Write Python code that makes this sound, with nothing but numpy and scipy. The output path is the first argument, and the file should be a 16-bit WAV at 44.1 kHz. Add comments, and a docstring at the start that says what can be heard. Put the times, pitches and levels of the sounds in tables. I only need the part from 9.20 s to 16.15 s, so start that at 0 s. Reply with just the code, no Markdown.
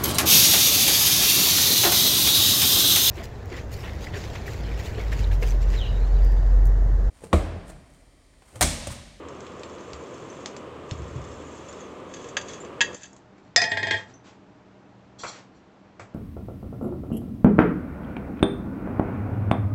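"""Dry spices slide off a hand-held steel plate and tick into a steel grinder jar, first a trickle and then the
whole heap, over a steady fan-like rush. The emptied plate scrapes and taps the jar's rim, and the rush breaks
off abruptly. The plate is put down with a clank and rings as it rocks to rest. Two duller knocks and a short
scrape follow on the counter, in a small kitchen with a faint hum."""
import sys
import numpy as np
from scipy import signal
from scipy.fft import rfft, irfft, next_fast_len
from scipy.io import wavfile
from scipy.ndimage import map_coordinates

SR = 44100
rng = np.random.default_rng(int(sys.argv[2]) if len(sys.argv) > 2 else 0)


def wav_out(sig):
    """Save sig, one row per channel (or a flat mono array), as 16-bit PCM at SR to the path in sys.argv[1]."""
    wavfile.write(sys.argv[1], SR, np.round(np.clip(np.atleast_2d(sig).T, -1, 1) * 32767).astype(np.int16))


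N = 306298
TIME = np.arange(N) / SR  # seconds into the scene
AGE = np.arange(SR // 2) / SR  # seconds since a hit

# the tones of the steel jar: f/Hz, level/dB, t60/s (the time to fade by 60 dB)
JAR_TONES = [(1430, -6, .06), (1900, -4, .04), (2020, -4, .05), (3560, -5, .04), (4270, -3, .05),
             (4550, -5, .06), (5340, -5, .05), (6280, -3, .06), (6680, -3, .08), (7250, -2, .09),
             (7700, -7, .07)]
# the plate rubs along the jar's rim: t/s, length/s, level/dB
RIM_RUBS = [(2.87, 0.22, -49.5), (3.238, 0.07, -38.5), (3.36, 0.11, -78), (3.653, 0.19, -50)]
RUB_RISE_S, RUB_FADE_S = 0.091, 0.36
# the plate lands and rocks on the counter: t/s, level/dB
PLATE_LANDINGS = [(4.3612, -18.5), (4.417, -24.5), (4.439, -27.5), (4.5162, -28), (4.571, -27.5),
                  (4.6294, -28), (4.6692, -29), (4.709, -22.5), (4.739, -34)]


def sliding_seeds():
    """Sliding seeds and the rubbing rim hiss, tinkle and ring the plate; stray seeds hit the jar."""
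    # the plate is tipped twice: t/s, length/s, level/dB, swell/(dB per s)
    tips = [(0.08, 1.19, -56.5, 3), (1.652, 0.95, -56, 5.5)]
    # the plate's ring under the seeds: f/Hz, width/Hz, level/dB
    plate_peaks = [(1600, 160, -3), (1770, 220, 8), (2650, 38, -4.5), (3354, 32, 3), (4530, 58, -3.5),
                   (6200, 65, 2.5), (6210, 180, -12.5), (7300, 110, -13.5)]
    pours = sum(stroke(s, length, db + swell * np.clip(TIME - s, 0, length), rise_s=0.049, fade_s=0.74)
                for s, length, db, swell in tips)
    rubs = sum(stroke(*rub, RUB_RISE_S, RUB_FADE_S) for rub in RIM_RUBS)
    contacts = grains(per_s=900, spread_db=2.5) * amp(2.5 * wobble(40))
    colour = [(1600, -12.5), (3300, 1.5), (5000, -9), (6500, -3), (8000, -10)]
    steel = unit(filtered(contacts, lambda hz: resonances(plate_peaks, hz) * amp(along(colour, hz))))
    husks = noise([(1500, -8), (5000, -11.5), (6300, -6.5), (7600, -11), (8300, -14.5)])
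    slide = amp(-10) * steel + amp(-5.5) * husks + amp(-11) * tinkles()
    return (pours + rubs) * slide + pours * amp(-6) * stray_seeds()


def tinkles():
    """Tiny high notes at scattered pitches, up to the plate's first landing."""
    out = np.zeros(N)
    t = AGE[:SR // 16]
    for when, pitch, size in rng.random((2000, 3)):
        note = np.sin(2 * np.pi * (6100 + 1600 * pitch) * t) * fade(0.025, t) * (1 - fade(0.004, t))
        add(out, when * PLATE_LANDINGS[0][0], amp(18 * size ** 3) * note)
    return unit(out)


def stray_seeds():
    """Seeds hit bare steel at random, each with a click and a ring of the jar."""
    steel = unit(ring(*np.transpose(JAR_TONES), scatter_db=6.5))
    click = unit(rng.standard_normal(len(AGE)) * fade(0.008))
    hits = grains(per_s=39, spread_db=2.5)
    return unit(signal.fftconvolve(hits, steel + amp(7) * click)[:N])


def seed_ticks():
    """One hard seed gives a dry snap and a brief ring of the jar."""
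    # single seeds hitting the jar: t/s, level/dB, boost of the lower tones/dB
    ticks = [(0.0858, -36, -17), (0.2054, -37, -13), (0.2666, -37.5, 5), (0.434, -32, 1),
             (0.5836, -41.5, -1), (0.7329, -30, 0), (1.259, -20.5, -10.5), (1.365, -32, -8),
             (1.711, -27, -3.5), (3.931, -41, -29), (3.9645, -40, -16)]
    out = np.zeros(N)
    hz, db, t60 = np.transpose(JAR_TONES)
    for s, tick_db, low_db in ticks:
        colour = [(200, -17), (900, -2), (1500, low_db), (4000, low_db),
                  (6500, -7.5), (7600, -9.5), (8400, -19)]
        snap = noise(colour, len(AGE)) * (fade(0.011) + amp(-16) * fade(0.14))
        steel = ring(hz, db + low_db * (hz < 5000), t60, scatter_db=4.5)
        add(out, s, amp(tick_db) * (amp(-2.5) * snap + amp(-21.5) * steel))
    return out


def grazes():
    """A light graze makes the steel ping around one high pitch."""
    # light touches on steel: t/s, f/Hz, level/dB
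    pings = [(1.098, 6180, -47.5), (2.487, 7000, -44), (2.604, 6450, -47), (3.402, 7250, -41),
             (4.495, 7430, -42), (4.938, 6050, -50)]
    out = np.zeros(N)
    for s, hz, db in pings:
        band = filtered(rng.standard_normal(len(AGE)), lambda f: resonances([(hz, 300, 0)], f) ** 2)
        add(out, s, amp(db) * unit(band) * fade(0.12) * (1 - fade(0.0047)))
    return out


def chatter(per_s=22, bright=2.6):
    """The rubbing plate skips unevenly; each skip is t/s, level/dB, brightness/(dB per octave)."""
    skips = []
    for start, length, _ in RIM_RUBS:
        delay, strength = rng.random((16, 2)).T
        ages = RUB_RISE_S / 2 + (np.arange(16) + delay) / per_s
        levels = -45 + 2.5 * (2 * strength - 1)
        skips += [(start + age, db, bright) for age, db in zip(ages, levels) if age < length]
    return skips


def rim_taps():
    """The hand damps the plate, so its taps are short; soft, glancing ones are brighter."""
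    # the plate touches the jar's rim: t/s, level/dB
    touches = [(2.939, -36), (3.088, -42.5), (3.1681, -19.5), (3.2124, -34.5), (3.2842, -39.5),
               (3.335, -37.5), (3.607, -17), (3.612, -11.5), (3.745, -37), (3.833, -38.5), (3.854, -43.5)]
    # the tones of the held plate: f/Hz, level/dB, t60/s
    held_tones = [(942, -10, .05), (1655, 4, .085), (1782, -3, .06), (1857, -8, .1), (1897, -4, .11),
                  (2635, 1, .06), (2925, -12, .07), (3305, -4, .09), (3560, -11, .07), (4648, -17, .19),
                  (4735, -16, .1), (6190, -8, .07), (6525, -11, .09), (6665, -17, .12), (7170, -11, .08)]
    # the clash of many crowded tones in a tap: f/Hz, level/dB
    clash_colour = [(30, -35), (100, -8), (600, -17.5), (950, 0.5), (1300, -16), (1750, 3), (2200, -3.5),
                    (3300, 2), (4200, -10.5), (4750, -3), (5300, -15.5), (6400, 0.5), (7300, -7),
                    (8200, -29)]
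    out = np.zeros(N)
    hz, db, t60 = np.transpose(held_tones)
    firm_db = -12.5
    taps = [(s, tap_db, 0.35 * (firm_db - tap_db)) for s, tap_db in touches]
    for s, tap_db, bright in taps + chatter():
        tilt = lambda f: amp(bright * np.log2(np.clip(f, 1000, 8000) / 4000))
        steel = ring(hz, db + 20 * np.log10(tilt(hz)), t60, scatter_db=1.5, rough=0.4)
        clash = noise(clash_colour, len(AGE), tilt) * fade(0.061)
        add(out, s, amp(tap_db) * (amp(-5.5) * steel + amp(-3) * clash))
    return out


def plate_set_down():
    """The plate lands on its rim, then rocks flat, which wakes its lower tones."""
    # the tones of the free plate: f/Hz, level on its rim/dB, level lying flat/dB, t60/s
    plate_tones = [(100, -20, -11, 1.0), (416, -24, -13, .4), (511, -24, -17, .35), (661, -16, -7, .32),
                   (699, -8, -20, .5), (871, -24, -4, .36), (1039, -20, -19, .35), (1384, -17, -30, .35),
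                   (1630, -22, -4, .32), (1705, -12, -20, .35), (1739, -22, -3, .35), (1847, -1, -11, .42),
                   (1857, -16, 0, .3), (1883, -16, -2, .26), (1914, 0, -11, .36), (2333, -17, -22, .3),
                   (2497, -5, -12, .3), (2842, -28, -13, .24), (3230, -22, -4, .25), (3297, -24, -12, .2),
                   (3399, -22, -13, .22), (3567, -4, -12, .36), (4226, -15, -22, .28),
                   (4394, -12, -22, .27), (4947, 6, -22, .26), (5248, -8, -19, .2), (6207, -13, -30, .16),
                   (6465, -22, -25, .22), (7175, -10, -30, .24), (7722, -20, -28, .22)]
    # how well each pitch carries into the air: f/Hz, level/dB
    carry = [(100, -1.5), (250, -1.5), (690, 0.7), (880, -2), (1900, 1.6), (2500, 0.5), (3300, -3),
             (5000, -3), (7000, 2.5)]
    # the clash of crowded tones, landing on the rim and landing flat: f/Hz, level/dB
    rim_colour = [(60, -50.5), (120, -16.5), (250, -18.5), (600, -11), (1300, -10.5), (2250, -8.5),
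                  (2850, -14), (4300, -4), (4750, -8), (5150, 9.5), (5700, -7), (6150, -0.5), (6700, -17),
                  (7600, -10.5), (8000, -28.5)]
    flat_colour = [(65, -52), (120, -5), (300, -2.5), (750, -6), (1350, -18), (2050, 7.5), (2750, -10),
                   (3400, -1), (4300, -3), (5700, -14), (7600, -17), (8300, -29)]
    topple_s, hard_db, settle_s = 0.11, -28, 4.77
    out = np.zeros(N)
    hz, rim_db, flat_db, t60 = np.transpose(plate_tones)
    for s, db in PLATE_LANDINGS:
        flat = min(((s - PLATE_LANDINGS[0][0]) / topple_s) ** 2, 0.95)  # it falls ever faster
        on_rim = 1 - flat
        tone_db = 20 * np.log10(on_rim * amp(rim_db) + flat * amp(flat_db)) + along(carry, hz)
        pressed_t60 = t60 / (1 + on_rim * (hz / 8000) ** 2)  # pressing the rim shortens high tones
        steel = ring(hz, tone_db, pressed_t60, scatter_db=1, rough=0.5)
        force_db = db - hard_db  # harder landings start faster and sound brighter
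        onset = 1 - np.exp(-AGE / (0.00058 * amp(-2 * force_db)))
        tilt = lambda f: amp(0.25 * force_db * np.log2(np.clip(f, 1500, 8000) / 4000))
        crowd = on_rim * noise(rim_colour, len(AGE), tilt) + flat * noise(flat_colour, len(AGE), tilt)
        tail = filtered(crowd, lambda f: amp(along([(300, -2.5), (2000, -7), (6000, -15.5)], f)))
        clash = amp(2.5) * crowd * fade(0.037) + tail * fade(0.19 * on_rim + 0.33 * flat)
        add(out, s, amp(db) * onset * (steel + amp(7.5 * on_rim - 0.6 * flat) * clash))
    bass_cut = signal.butter(4, 75, "high", fs=SR, output="sos")  # too small to give off deep bass
    damping = fade(0.77, np.maximum(TIME - settle_s, 0))  # the counter stills the resting plate
    return signal.sosfilt(bass_cut, out) * damping


def counter_knocks():
    """Each knock on the counter is a dull burst of noise, shaped around its own pitch."""
    # things knocked on the counter: t/s, level/dB, f/Hz, t60/s
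    knocks = [(3.169, -26.5, 960, 0.058), (4.18, -56, 1800, 0.12), (6.035, -30.5, 960, 0.25),
              (6.7957, -38, 487, 0.22)]
    # the colour all knocks share: f/Hz, level/dB
    colour = [(60, -7), (200, -5), (400, -5.5), (550, 1), (900, -3), (1250, 0), (1800, -7.5), (2300, -2.5),
              (3000, -15), (5600, -14), (7800, -10.5), (8400, -28.5)]
    out = np.zeros(N)
    for s, db, body_hz, t60 in knocks:
        body = lambda hz: amp(-3 * np.abs(np.log2((hz + 1) / body_hz)))
        add(out, s, amp(db) * noise(colour, len(AGE), body) * fade(t60))
    return out


def counter_scrapes():
    """Steel sticks and slips as it is dragged over the counter, with soft rustles and a gritty rasp."""
    # short drags of the steel: t/s, length/s, level/dB
    pushes = [(4.22, 0.07, -73.5), (5.983, 0.024, -40.5), (6.059, 0.033, -41), (6.117, 0.048, -61),
              (6.33, 0.05, -72.5)]
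    # soft rustles, and the gritty rasp of a late drag: t/s, length/s, level/dB
    rustles_and_grit = [(4.747, 0.037, -44), (4.87, 0.031, -57.5), (5.032, 0.063, -53), (6.111, 0.079, -50)]
    # the ring of dragged steel: f/Hz, width/Hz, level/dB
    peaks = [(3320, 75, 2), (4220, 130, 3.5), (4640, 82, 2.5), (5700, 170, 0.5), (6400, 120, -4.5),
             (7200, 200, -1.5), (7740, 180, -11)]
    slips = grains(per_s=6000, spread_db=-1)
    colour = [(2000, -12), (3200, -1.5)]
    steel = unit(filtered(slips, lambda hz: resonances(peaks, hz) * amp(along(colour, hz))))
    grit = noise([(100, -19), (300, 0.5), (700, 3.5), (2000, -1.5),
                  (3500, -6.5), (7700, -10), (8400, -25)])
    drags = sum(stroke(*push, rise_s=0.02, fade_s=0.2) for push in pushes)
    rasps = sum(stroke(*move, rise_s=0.028, fade_s=0.27) for move in rustles_and_grit)
    return drags * (steel + amp(-11) * grit) + rasps * grit


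def heap_rumble():
    """The heap of spices rumbles as it drops into the jar."""
    # the heap's fall: t/s, length/s, level/dB
    falls = [(1.73, 0.3, -39.5)]
    # its deep rumble: f/Hz, level/dB
    colour = [(30, -26), (65, 4), (95, 3.5), (140, -3), (260, -15), (800, -69.5)]
    return noise(colour) * sum(stroke(*fall, rise_s=0.03, fade_s=1.1) for fall in falls)


def low_bumps():
    """Handling gives low thumps that last only a few swings."""
    # soft bumps: t/s, level/dB, f/Hz, t60/s
    bumps = [(0.731, -35, 72, 0.25), (1.717, -11, 112, 0.047), (1.955, -20, 129, 0.14),
             (6.812, -36, 108.3, 0.16)]
    out = np.zeros(N)
    onset = 1 - np.exp(-AGE / 0.006)
    for s, db, hz, t60 in bumps:
        add(out, s, amp(db) * np.sin(2 * np.pi * hz * AGE) * fade(t60) * onset)
    return out


def rush(stop_s=3.757):
    """A steady fan-like rush with a wavering low drone and thin hiss; it stops abruptly."""
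    # the rush and its hiss: f/Hz, level/dB
    air_colour = [(30, -27), (70, -8.5), (135, -5), (170, -6.5), (340, -0.5), (500, 1), (660, -7.5),
                  (840, -13), (1020, -6.5), (1190, -6.5), (1400, -15), (1800, -19), (3100, -21.5),
                  (5500, -43), (10000, -76)]
    hiss_colour = [(3000, -4), (5000, -5), (7600, -3), (8500, -10), (10000, -20), (15500, -27)]
    air = amp(-41 + 0.36 * wobble(3.2)) * noise(air_colour)
    drone = amp(-55.5 + 6 * wobble(1)) * np.sin(2 * np.pi * 80 * TIME + 0.55 * wobble(1.3))
    hiss = amp(-64) * noise(hiss_colour)
    return (air + drone + hiss) * np.clip((stop_s - TIME) / 0.0032, 0, 1)


def still_room():
    """Low room noise with a faint unsteady hum."""
    # the noise of the still kitchen, and the tones of its hum: f/Hz, level/dB
    colour = [(15, -73), (25, -25.5), (112, -10), (154, -14), (192, -7), (227, -13.5), (282, -8),
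              (387, -13.5), (481, -15), (570, -19.5), (613, -9), (659, -17.5), (820, -17), (7440, -45),
              (8200, -57), (10700, -83.5), (18000, -120)]
    hum_tones = [(123.8, -58.5), (193.8, -55.5), (290.7, -66)]
    hum = sum(amp(db + 2 * wobble(3)) * np.sin(2 * np.pi * hz * TIME + wobble(6))
              for hz, db in hum_tones)
    return amp(-53 + 0.28 * wobble(8.4)) * noise(colour) + amp(-3) * hum


def kitchen_echo(x):
    """Hard walls answer 5 ms later with a short tail, the treble dying first."""
    # how long the room rings: f/Hz, t60/s
    ring_times = [(150, .4), (1500, 0.27), (7000, 0.21)]
    hz, t, bands = signal.stft(rng.standard_normal(SR // 2), SR, nperseg=256)
    tail = signal.istft(bands * fade(along(ring_times, hz)[:, None], t), SR, nperseg=256)[1]
    return signal.fftconvolve(x, np.pad(tail, (SR // 200, 0)) / np.linalg.norm(tail))[:N]


def ring(hz, db, t60, scatter_db, rough=1.0):
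    """Fading tones of struck steel, at new strengths for each hit; shifting contact makes them waver."""
    gain = amp(db + scatter_db * rng.standard_normal(len(hz)))
    phase = rng.uniform(0, 2 * np.pi, (len(hz), 1))
    t = AGE[AGE < t60.max()]
    depth = rough * np.minimum(hz / 170, 1)[:, None]  # low tones waver less
    points = rng.standard_normal((2, len(hz), 36))
    swell, drift = depth * signal.resample(points, len(AGE), axis=2)[:, :, :len(t)]
    tones = np.sin(2 * np.pi * hz[:, None] * t + phase + drift) * (1 + swell) * fade(t60[:, None], t)
    return np.pad(gain @ tones, (0, len(AGE) - len(t))) / np.hypot(1, rough)


def resonances(peaks, hz):
    """Filter curve of a body that rings at each peak: f/Hz, width/Hz, level/dB."""
    return sum((-1) ** k * amp(db) * 1j * hz * width / (centre ** 2 - hz ** 2 + 1j * hz * width)
               for k, (centre, width, db) in enumerate(peaks))


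def grains(per_s, spread_db):
    """Tiny hits at random times and with random strengths."""
    hit = rng.random(N) < per_s / SR
    return unit(hit * rng.standard_normal(N) * amp(spread_db * np.minimum(rng.exponential(size=N), 3)))


def noise(colour, size=N, shade=lambda hz: 1):
    """Noise shaped by a colour (f/Hz, level/dB) and an optional extra filter curve."""
    return unit(filtered(rng.standard_normal(size), lambda hz: amp(along(colour, hz)) * shade(hz)))


def stroke(start, length, db, rise_s, fade_s):
    """The loudness of one movement: it rises, holds and dies away."""
    age = TIME - start
    return amp(db) * np.clip(age / rise_s, 0, 1) * fade(fade_s, np.maximum(age - length, 0))


def fade(t60, t=AGE):
    """Die away by 60 dB every t60 seconds."""
    return np.exp(-np.log(1000) * t / np.maximum(t60, 1e-4))


def wobble(per_s):
    """A smooth curve through per_s random values a second."""
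    return map_coordinates(rng.standard_normal(int(N * per_s / SR) + 4), [TIME * per_s])


def filtered(x, curve):
    """Scale each frequency of x by a filter curve."""
    size = next_fast_len(len(x) + SR // 4)
    return irfft(rfft(x, size) * curve(np.fft.rfftfreq(size, 1 / SR)), size)[:len(x)]


def along(points, hz):
    """Read between (f/Hz, value) points, evenly in pitch."""
    f, values = np.transpose(points)
    return np.interp(np.log(hz + 1), np.log(f + 1), values)


def amp(db):
    """Turn decibels into a gain."""
    return 10 ** (np.asarray(db) / 20)


def unit(x):
    """Scale to an average (rms) level of 1."""
    return x / np.sqrt(np.mean(x ** 2) + 1e-20)


def add(track, s, sound):
    """Mix a sound in at s seconds."""
    start = round(s * SR)
    track[start:start + len(sound)] += sound[:N - start]


def scene():
    """Seeds, plate and counter with their echo, kept below 9300 Hz, over low thumps and background."""
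    near = sliding_seeds() + seed_ticks() + grazes() + rim_taps() + plate_set_down()
    near += counter_knocks() + counter_scrapes()
    treble_cut = signal.cheby2(14, 70, 9300, fs=SR, output="sos")
    heard = signal.sosfilt(treble_cut, near + amp(-12) * kitchen_echo(near))
    return (heard + heap_rumble() + low_bumps() + rush() + still_room())[None]


def record(dry):
    """Keep only the sound below 15700 Hz."""
    return filtered(dry[0], lambda hz: hz < 15700)[None]


dry = scene()
out = record(dry)
wav_out(out)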